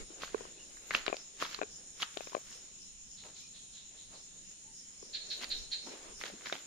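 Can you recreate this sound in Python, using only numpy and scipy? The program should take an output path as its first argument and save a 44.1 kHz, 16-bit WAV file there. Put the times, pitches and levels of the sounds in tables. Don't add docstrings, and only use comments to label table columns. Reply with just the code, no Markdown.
import sys
import numpy as np
from scipy import signal
from scipy.fft import rfft, irfft, next_fast_len
from scipy.io import wavfile
from scipy.ndimage import uniform_filter1d, map_coordinates

SR = 44100
rng = np.random.default_rng(int(sys.argv[2]) if len(sys.argv) > 2 else 0)


def generate_wav(signal):
    frames = np.transpose(np.atleast_2d(signal))
    scaled = np.clip(frames, -1, 1) * 32767
    pcm = np.round(scaled).astype(np.int16)
    wavfile.write(sys.argv[1], SR, pcm)


N = 293706
TIME = np.arange(N) / SR

# (frequency [Hz], likeness [0 to 1])
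AROUND_LIKENESS = [(40, 0.38), (250, 0.55), (650, 0.31), (1400, 0), (7000, 0.0025)]
# (frequency [Hz], likeness [0 to 1])
GROUND_LIKENESS = [(100, 1), (640, 0.57), (1400, 0.23), (3100, 0.34), (7000, 0.08)]


def shrill_crickets(period_s=.1246, chirp_share=0.4, depth_db=5.5, rasp_db=2.5):
    # (time [s], level [dB])
    loudness = [(0, -55), (2.4, -53.2), (3.4, -54.4), (6.66, -54)]
    # (frequency [Hz], level [dB])
    wing_tone = [(4500, -41), (6000, -20.5), (6500, -3.5), (6880, 2), (7250, -4), (7600, -14.5),
                 (7950, -26.5), (8600, -48), (12500, -53), (13800, -31), (15000, -70)]
    beat = np.cos(2 * np.pi * (TIME - .025 + 0.0025 * wobble(5.7)) / period_s)
    chirp = unit(amp(depth_db * beat + wobble(6.8) + rasp_db * wobble(300)))
    soloist = np.sqrt(chirp_share) * noise(wing_tone, AROUND_LIKENESS, chirp)
    chorus = np.sqrt(1 - chirp_share) * noise(wing_tone, AROUND_LIKENESS)
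    return amp(over_time(loudness)) * (soloist + chorus)


def geckos(pulse_hz=275, jitter=.07, pulse_t60=.013, sag=.025, echo_delay_s=.012):
    # (time [s], level [dB], pitch [Hz], breadth of the resonance [factor], half length [s], echo [dB])
    chucks = [(3.195, -54.5, 3960, 1.7, .016, -6.5), (3.375, -57, 3910, 1.9, .02, -3.5),
              (3.564, -54.5, 3880, 1.6, .016, -6), (3.765, -55.5, 3760, 2, .022, -5.5),
              (4, -58.5, 3810, 1.6, .021, -6), (4.162, -57.5, 4170, 1.6, .018, -8),
              (5.157, -36, 4110, 1.03, .013, -8.5), (5.324, -36, 4110, 1.07, .013, -8.5),
              (5.523, -33.5, 4120, 1.02, .012, -9.5), (5.735, -35.5, 4110, 1.04, .012, -8)]
    # (frequency [multiple of the pitch], level [dB])
    throat_tone = [(.2, -60), (.33, -37), (.41, -16), (.5, -20.5), (.69, -14.5), (.735, -18.5),
                   (.775, -8.5), (.83, -14), (.9, -3.5), (.96, 0), (1.035, 4), (1.08, -2.5), (1.115, -15),
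                   (1.16, -7), (1.21, -19), (1.4, -19.5), (2, -66)]
    out, t = np.zeros((2, N)), np.arange(SR // 5) / SR
    middle = t.mean()
    for s, db, hz, breadth, width, echo_db in chucks:
        age = (t - middle) / width
        swell = np.clip(age + 2.45, 0, 1) / np.cosh(age)
        cycles = np.cumsum(pulse_hz * np.exp(jitter * wobble(150, size=len(t)))) / SR
        ticks = unit(np.diff(np.floor(cycles), prepend=0))
        hiss = unit(fade(cycles % 1 / pulse_hz, pulse_t60) * rng.standard_normal((2, len(t))))
        voice = resonate(.8 * ticks + hiss, lambda f: along(throat_tone, (f / hz) ** (1 / breadth)))
        glide = np.cumsum(1 - sag * np.tanh(age))
        voice = np.array([map_coordinates(side, [glide]) for side in voice])
        call = amp(db) * swell * panned(unit(voice), pan_db=-2.0)
        add(out, s - middle, call)
        add(out, s - middle + echo_delay_s, amp(echo_db) * yard_echo(call))
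    return out


def snaps_and_clicks(hump_db=6, hump_octaves=0.4, bright_hz=2840, echo_db=-13):
    # (time [s], level [dB], pitch [Hz], left over right [dB], low push [dB], ring [dB])
    snaps = [(.233, -26.5, 1090, 2, 5.5, -8), (.277, -38, 1500, 0, -10, -8),
             (.378, -36.5, 1920, -17, -16, -1), (.769, -38, 1490, -9, -13, -15.5),
             (0.9064, -18, 1980, 2, -0.5, -2), (.913, -22, 2070, 3, -12, -8),
             (0.9367, -22.5, 1600, -12, -14, 0), (.946, -22, 1080, 2, 1, -5),
             (.947, -16.5, 2835, -2, -3, 2), (.9482, -15.5, 2850, 0, -3, 2),
             (1.0628, -19.5, 3980, -4, -6, -3), (1.0716, -32, 1490, 8, -1, -6),
             (1.078, -22.5, 2820, 14, -20, -4.5), (1.089, -35, 1300, 5, -5, -6),
             (1.166, -30.5, 4570, -2, -.5, -5), (1.4226, -16.5, 1116, 1, 3.5, -7),
             (1.4275, -27, 1710, -2, -8, -8), (1.447, -33.5, 3350, 0, -15, 0),
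             (1.452, -33, 1100, 0, -8, -2), (1.544, -24, 4180, -10, -25, 0.5),
             (2.0195, -28, 3200, 0, -25, -5), (2.0252, -22.5, 2940, -5, -26, 0),
             (2.0283, -21.5, 2940, 7, -30, -4.5), (2.0305, -28, 1290, 0, -20, 0),
             (2.171, -24.5, 3640, 15, -6, -18), (2.3486, -31, 2520, 14, -10, -8),
             (3.236, -42, 2900, 0, -15, -10), (5.412, -37, 1900, -2, -15, -6),
             (5.433, -29, 3800, -3, -13, -11), (5.4413, -26, 4730, -5, -32, -8),
             (6.029, -42, 6500, 2, -18, -10), (6.2112, -28.5, 2050, -3, -19, -0.5),
             (6.236, -22, 1740, -1, -9, -15), (6.255, -36, 3700, 0, -10, -3),
             (6.408, -41, 2370, 0, -15, -9), (6.418, -40, 2200, 1, -13, -9),
             (6.4575, -27, 1740, -7, -30, -3), (6.468, -26, 1650, -3, -17, -8),
             (6.4965, -31.5, 1520, 0, -22, -2), (6.524, -22.5, 3620, -1, -12, -3),
             (6.529, -28, 2250, -2, -16, -1.5), (6.552, -32.5, 3200, -9, 5, -7)]
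    # (frequency [Hz], level [dB])
    snap_tone = [(60, -55), (200, 2.5), (500, -6.5), (1200, 8), (3000, -0.5), (4500, -3.5), (7000, -20),
                 (10000, -35), (15000, -46)]
    out, t = np.zeros((2, N)), np.arange(SR // 20) / SR
    onset = 1 - np.exp(-t / .0004)
    for s, db, hz, pan_db, push_db, ring_db in snaps:
        burst = fade(t, t60=.006) * (0.76 * rng.standard_normal(len(t)) + rng.standard_normal((2, len(t))))
        burst[:, SR // 2000] -= 5
        hump = lambda f: hump_db * np.exp(-(np.log2((f + 1) / hz) / hump_octaves) ** 2)
        tilt = 11.5 * max(np.log2(hz / bright_hz), 0)
        snap = resonate(burst, lambda f: along(snap_tone, f) + tilt * np.log2(f / hz + 0.041) + hump(f))
        snap *= 3 / np.linalg.norm(snap, axis=1, keepdims=True)
        ring = amp(ring_db) * np.sin(2 * np.pi * hz * t + [[0], [1.2]]) * fade(t, t60=0.014)
        push = amp(push_db - 3) * np.cos(2 * np.pi * 600 * t) * fade(t, t60=0.0059)
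        add(out, s + 0.001735, amp(db) * panned(snap + (ring + push) * onset, pan_db))
        add(out, s + .006, amp(db + echo_db) * yard_echo(snap))
    return out


def dull_knocks(firm_hz=593, firm_t60=0.0088, lag_s=0.0004, attack_s=0.0009, echo_db=-27):
    # (time [s], level [dB], pitch [Hz], left over right [dB], ring [dB])
    knocks = [(.101, -45, 337, 10, 0), (0.3431, -23, 420, -11, 3.5), (.405, -35.5, 460, 28, 0),
              (.45, -41, 455, 5, 9), (1.078, -22, 638, 16, -4), (1.097, -30.5, 624, 6, -7),
              (1.1261, -21, 630, 18, -9), (1.141, -29.5, 590, 16, -6), (1.5875, -33, 800, 18, -5),
              (1.6133, -19, 610, 17, -8), (1.623, -27, 614, 13, -9.5), (1.63, -30, 720, 6, -2),
              (2.1689, -28.5, 620, 11.5, -7), (2.205, -29.5, 626, 14, -12), (2.2695, -36, 520, 17, 1),
              (2.319, -43, 600, 11, 0), (2.329, -39, 480, 11, 11), (2.3476, -22, 625, 15, -10),
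              (2.365, -30, 546, 7, -6), (2.376, -38, 557, 11.5, -13), (5.025, -42.5, 425, 16, -2),
              (5.866, -47, 326, 0.5, 6), (6.236, -38.5, 510, 0.5, -3), (6.281, -43, 620, 11, -9),
              (6.298, -39.5, 620, 17, -12), (6.334, -44, 340, 0.5, 3), (6.523, -25, 644, 0.5, -11)]
    # (frequency [Hz], level [dB], time to fade by 60 dB [s])
    case_notes = [(415, -14.5, 0.032), (1075, -4, 0.012), (1430, -1, 0.0065), (2440, -8, 0.013),
                  (3770, -6, 0.0057)]
    out, t = np.zeros((2, N)), np.arange(SR // 12) / SR
    for s, db, hz, pan_db, ring_db in knocks:
        t60 = firm_t60 * (firm_hz / hz) ** 2.6
        age = np.maximum(t - lag_s * np.array([[pan_db < 0], [pan_db > 0]]), 0)
        thump = -np.sin(2 * np.pi * hz * age) * fade(age, t60)
        ring = 0
        for note_hz, note_db, note_t60 in case_notes:
            strength = amp(note_db + rng.normal(0, 4.2))
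            detuned_hz = note_hz * (1 + rng.normal() * 0.035)
            ring += strength * np.sin(2 * np.pi * detuned_hz * age) * fade(age, note_t60)
        knock = (thump - amp(ring_db) * ring) * (1 - np.exp(-age / attack_s))
        top_hz = np.clip(6 * hz * (hz / 600) ** 2, 1400, 5000)
        knock = signal.sosfilt(signal.butter(2, [240, top_hz], "bandpass", fs=SR, output="sos"), knock)
        knock = amp(db + 1.5) * panned(knock / np.abs(knock).max(), pan_db)
        add(out, s + 0.001763, knock)
        add(out, s + 0.005, amp(echo_db) * yard_echo(knock))
    return out


def sole_strokes(drag_delay_s=.115, drag_rise_s=0.09, drag_fall_s=0.11, drag_heel_db=-14):
    # (time [s], level [dB], rise by 20 dB [s], fall by 20 dB [s], heel [dB], drag [dB])
    steps = [(.222, -42, 0.02, .099, -14, -16.5), (.957, -38, .06, 0.08, -9.5, -13),
             (1.418, -38, .036, .115, -13, -9.5), (2.028, -36.5, 0.04, .03, -37, -20.5),
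             (2.219, -56, .05, 0.39, -16, -3), (2.519, -54.5, 0.14, 0.16, -29, -27),
             (3.255, -57.5, 0.04, 0.12, 1, -9), (4.135, -62, 0.05, 0.13, 2.5, -18),
             (5.437, -40, .048, .03, -10.5, -16), (5.869, -53.5, 0.01, .076, 4.5, -4.5),
             (6.212, -46, 0.02, .06, -29, -19), (6.262, -44, 0.03, 0.085, -10, -17),
             (6.467, -45.5, 0.04, .14, -36, -14), (6.536, -48, 0.01, .1, -4.5, -29)]
    presses = [step[:5] for step in steps]
    drags = [(s + drag_delay_s, db + drag_db, drag_rise_s, drag_fall_s, drag_heel_db)
             for s, db, *_, drag_db in steps]
    return presses + drags


def scuffs(grain_db=4, clump_db=1.1):
    # (frequency [Hz], level [dB])
    grit_tone = [(88, -38), (150, -12), (787, -16), (1320, -5), (2360, -5.5), (2860, -4.5), (4000, -4.5),
                 (4700, -7), (6300, -10.5), (6940, -11), (8100, -37), (9090, -29), (10000, -25),
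                 (15000, -29.5)]
    heel_tone = [(70, -34), (150, -6.5), (260, 4.5), (400, 2), (600, 3), (1000, -0.5), (2000, -13.5),
                 (4000, -52)]
    grit, heel = np.zeros(N), np.zeros(N)
    for s, db, rise, fall, heel_db in sole_strokes():
        span = slice(*np.searchsorted(TIME, [s - 2 * rise, s + 2 * fall + .2]))
        age = TIME[span] - s
        power = amp(db - 20 * np.maximum(-age / rise, age / fall)) ** 2
        grit[span] += power
        heel[span] += power * amp(heel_db) ** 2
    crunch = noise(grit_tone, GROUND_LIKENESS, amp(grain_db * wobble(1500) + clump_db * wobble(140)))
    return np.sqrt(grit) * crunch + np.sqrt(heel) * noise(heel_tone, GROUND_LIKENESS)


def grain_ticks(count, gain_db, spread_db, hz, t60):
    out, t = np.zeros((2, N)), np.arange(SR // 50) / SR
    shape = fade(t, t60) * (1 - np.exp(-t / 0.00012))
    for s, db, rise, fall, _ in sole_strokes():
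        for when, size, pitch, left, right in np.clip(rng.standard_normal((count, 5)), -2, 2):
            tick = np.sin(2 * np.pi * hz * np.exp(.4 * pitch) * t + [[left], [right]]) * shape
            start = s + .5 * when * (fall if when > 0 else rise)
            add(out, start, amp(db + gain_db + spread_db * size - 7.3 * abs(when)) * tick)
    return out


def weight_thuds():
    # (time [s], level [dB], pitch [Hz], half length [s])
    landings = [(5.882, -55.5, 265, 0.021), (6.342, -54, 230, 0.012)]
    return soft_tones(landings, waver=.15)


def sand_slides(grain_db=9.0, clump_db=2):
    # (time [s], level [dB], half length [s])
    slides = [(.25, -66, .025), (.8, -74, .1), (.92, -64, .04), (1.43, -70, 0.03), (1.495, -64, 0.024),
              (2.2, -73, 0.17), (2.54, -74, 0.066), (3.41, -64.5, 0.006), (5.38, -70, 0.054),
              (5.55, -69, 0.05), (6.23, -67, 0.037), (6.53, -69.5, 0.093)]
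    # (frequency [Hz], level [dB])
    sand_tone = [(3500, -37), (6000, -1), (9000, -3), (12000, 6), (15000, -5)]
    clumps = amp(grain_db * wobble(1200) + clump_db * wobble(130))
    return np.sqrt(swells(slides)) * noise(sand_tone, GROUND_LIKENESS, clumps)


def slow_cricket(half_length_s=0.041, echo_delay_s=0.073, echo_db=-11.5, echo_stretch=3.2):
    # (time [s], level [dB])
    chirps = [(.095, -60.5), (.42, -60), (.65, -64), (.94, -65), (1.2, -54), (1.48, -57.5), (1.75, -53),
              (2, -57), (2.26, -54.5), (2.55, -54), (2.84, -56), (3.12, -58), (3.42, -55.5), (3.74, -62),
              (4.22, -59.5), (4.49, -61), (4.79, -54.5), (5.05, -55), (5.32, -52.5), (5.6, -51.5),
              (5.88, -52.5), (6.19, -53), (6.5, -54.5)]
    # (frequency [Hz], level [dB])
    chirp_tone = [(4300, -36), (5000, -3.5), (5450, 2), (5850, -4.5), (6500, -5), (7500, -36.5)]
    direct = [(s, db, half_length_s) for s, db in chirps]
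    late = [(s + echo_delay_s, db + echo_db, half_length_s * echo_stretch) for s, db in chirps]
    return np.sqrt(swells(direct + late)) * noise(chirp_tone, AROUND_LIKENESS, amp(1.3 * wobble(250)))


def bush_crickets():
    # (frequency [Hz], level [dB])
    sizzle_tone = [(7800, -63), (8300, -4), (8650, 2.5), (9400, 0), (9850, -10), (10300, -65), (12000, -54)]
    return amp(-65.5 + 1.64 * wobble(7)) * noise(sizzle_tone, AROUND_LIKENESS, amp(1.16 * wobble(250)))


def far_peeps():
    # (time [s], level [dB], pitch [Hz], half length [s])
    peeps = [(.61, -60, 2770, .025), (3.45, -66, 2450, .025), (4.69, -71, 895, .028)]
    return soft_tones(peeps, waver=.05)


def air_and_clothes(air_db=-71.5, clothes_db=-67):
    # (time [s], motion [dB])
    motion = [(0, 7), (2.3, -1.5), (3.1, -13.5), (4.8, -6), (5.4, 6), (6.66, -34)]
    # (time [s], level [dB], half length [s])
    swings = [(.02, -45, 0.02), (1.03, -58, 0.07), (1.5, -62, 0.068), (2.96, -66.5, 0.11), (5.58, -55, 0.1),
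              (6.15, -65, 0.09)]
    swishes = [(0, -51.5, 0.033), (.42, -55, 0.066), (1, -62, 0.14), (2.6, -66.5, 0.12),
               (3.9, -68.5, 0.078), (5.52, -56, 0.062), (5.91, -56, 0.047), (6.08, -59, 0.097),
               (6.25, -61, 0.55)]
    # (frequency [Hz], level [dB])
    air_tone = [(15, 9.5), (33, 13), (50, 9), (75, -14), (200, -75)]
    cloth_tone = [(100, -50), (200, -10), (380, 1), (600, -4), (900, -11), (3000, -10), (8000, -24),
                  (12000, -36.5)]
    motion_db = over_time(motion)
    flow = np.sqrt(amp(air_db + 0.39 * motion_db) ** 2 + swells(swings)) * amp(2.8 * wobble(7.2))
    air = np.sqrt(np.mean(flow ** 2)) * panned(noise(air_tone, AROUND_LIKENESS, flow), pan_db=1.0)
    rubbing = np.sqrt(amp(clothes_db + motion_db) ** 2 + swells(swishes)) * amp(2.74 * wobble(25))
    return air + rubbing * patchy(noise(cloth_tone, AROUND_LIKENESS))


def night_hush(level_db=-59.5):
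    # (frequency [Hz], level [dB])
    hush_tone = [(25, 5), (110, -0.5), (195, 3.5), (300, -5), (600, -12.5), (1300, -15.5), (2100, -11),
                 (3000, -5), (3600, -4.5), (4150, -2), (4700, -10.5), (5500, 1.5), (6300, -6), (8000, -14),
                 (11000, -39), (15000, -42)]
    return amp(level_db) * patchy(noise(hush_tone, AROUND_LIKENESS))


def yard_echo(x):
    # (frequency [Hz], time to fade by 60 dB [s])
    fade_times = [(200, 0.048), (1500, 0.4), (4200, 0.5), (10000, 0.0097)]
    hz, t, bands = signal.stft(rng.standard_normal((2, SR // 2)), SR, nperseg=256)
    tail = signal.istft(bands * fade(t, along(fade_times, hz)[:, None]), SR, nperseg=256)[1]
    return signal.fftconvolve(np.atleast_2d(x), tail / np.linalg.norm(tail[0]), axes=1)


def amp(db):
    return 10 ** (np.asarray(db) / 20)


def unit(x):
    return x / np.sqrt(np.mean(x ** 2) + 1e-20)


def along(points, hz):
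    f, values = np.transpose(points)
    return np.interp(np.log(hz + 1e-6), np.log(f), values)


def over_time(points):
    return np.interp(TIME, *np.transpose(points))


def wobble(rate, size=N):
    return map_coordinates(rng.standard_normal(int(size * rate / SR) + 4), [TIME[:size] * rate])


def fade(t, t60):
    return np.exp(-np.log(1000) * t / np.maximum(t60, 1e-4))


def swells(rows):
    power = np.zeros(N)
    for s, db, width in rows:
        span = slice(*np.searchsorted(TIME, [s - 4 * width, s + 4 * width]))
        power[span] += amp(db) ** 2 * np.exp(-((TIME[span] - s) / width) ** 2)
    return power


def soft_tones(rows, waver):
    out = np.zeros(N)
    for s, db, hz, width in rows:
        cycles = hz * np.cumsum(1 + waver * wobble(200)) / SR
        out += np.sqrt(2 * swells([(s, db, width)])) * np.sin(2 * np.pi * cycles)
    return out


def filtered(x, response):
    n = x.shape[-1]
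    padded = next_fast_len(n + 8192)
    return irfft(rfft(x, padded) * response(np.fft.rfftfreq(padded, 1 / SR)), padded)[..., :n]


def resonate(x, gain_db, size=2048):
    cepstrum = irfft(np.log(amp(gain_db(np.fft.rfftfreq(size, 1 / SR)))))
    cepstrum[1:size // 2] *= 2
    cepstrum[size // 2 + 1:] = 0
    ringing = irfft(np.exp(rfft(cepstrum)))
    return signal.fftconvolve(x, ringing[None], axes=1)[:, :x.shape[1]]


def noise(tone, likeness, swell=1):
    def response(hz):
        spread = np.arccos(np.clip(along(likeness, hz), -1, 1)) / 2
        return amp(along(tone, hz)) * [np.cos(spread), np.sin(spread)]
    mid, side = filtered(swell * rng.standard_normal((2, N)), response)
    return unit(np.array([mid + side, mid - side]))


def patchy(x, depth_db=2):
    bands = signal.stft(x, nperseg=512)[2]
    drift = uniform_filter1d(rng.standard_normal(bands.shape[1:]), 5, axis=0)
    drift = uniform_filter1d(drift, 22, axis=1)
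    return unit(signal.istft(bands * amp(depth_db * unit(drift)), nperseg=512)[1][:, :N])


def panned(x, pan_db):
    return unit(amp([[pan_db / 2], [-pan_db / 2]])) * x


def add(track, s, sound):
    start = max(round(s * SR), 0)
    track[:, start:start + sound.shape[1]] += sound[:, :max(N - start, 0)]


def scene():
    animals = shrill_crickets() + bush_crickets() + slow_cricket() + geckos() + far_peeps()
    pebbles = grain_ticks(count=10, gain_db=4.5, spread_db=-1.5, hz=2410, t60=0.012)
    sand = grain_ticks(count=14, gain_db=7.5, spread_db=2.0, hz=4550, t60=0.0021)
    feet = weight_thuds() + scuffs() + pebbles + sand + sand_slides()
    return animals + feet + snaps_and_clicks() + dull_knocks() + air_and_clothes() + night_hush()


def record(dry):
    return filtered(dry, lambda hz: hz < 15400)


dry = scene()
out = record(dry)
generate_wav(out)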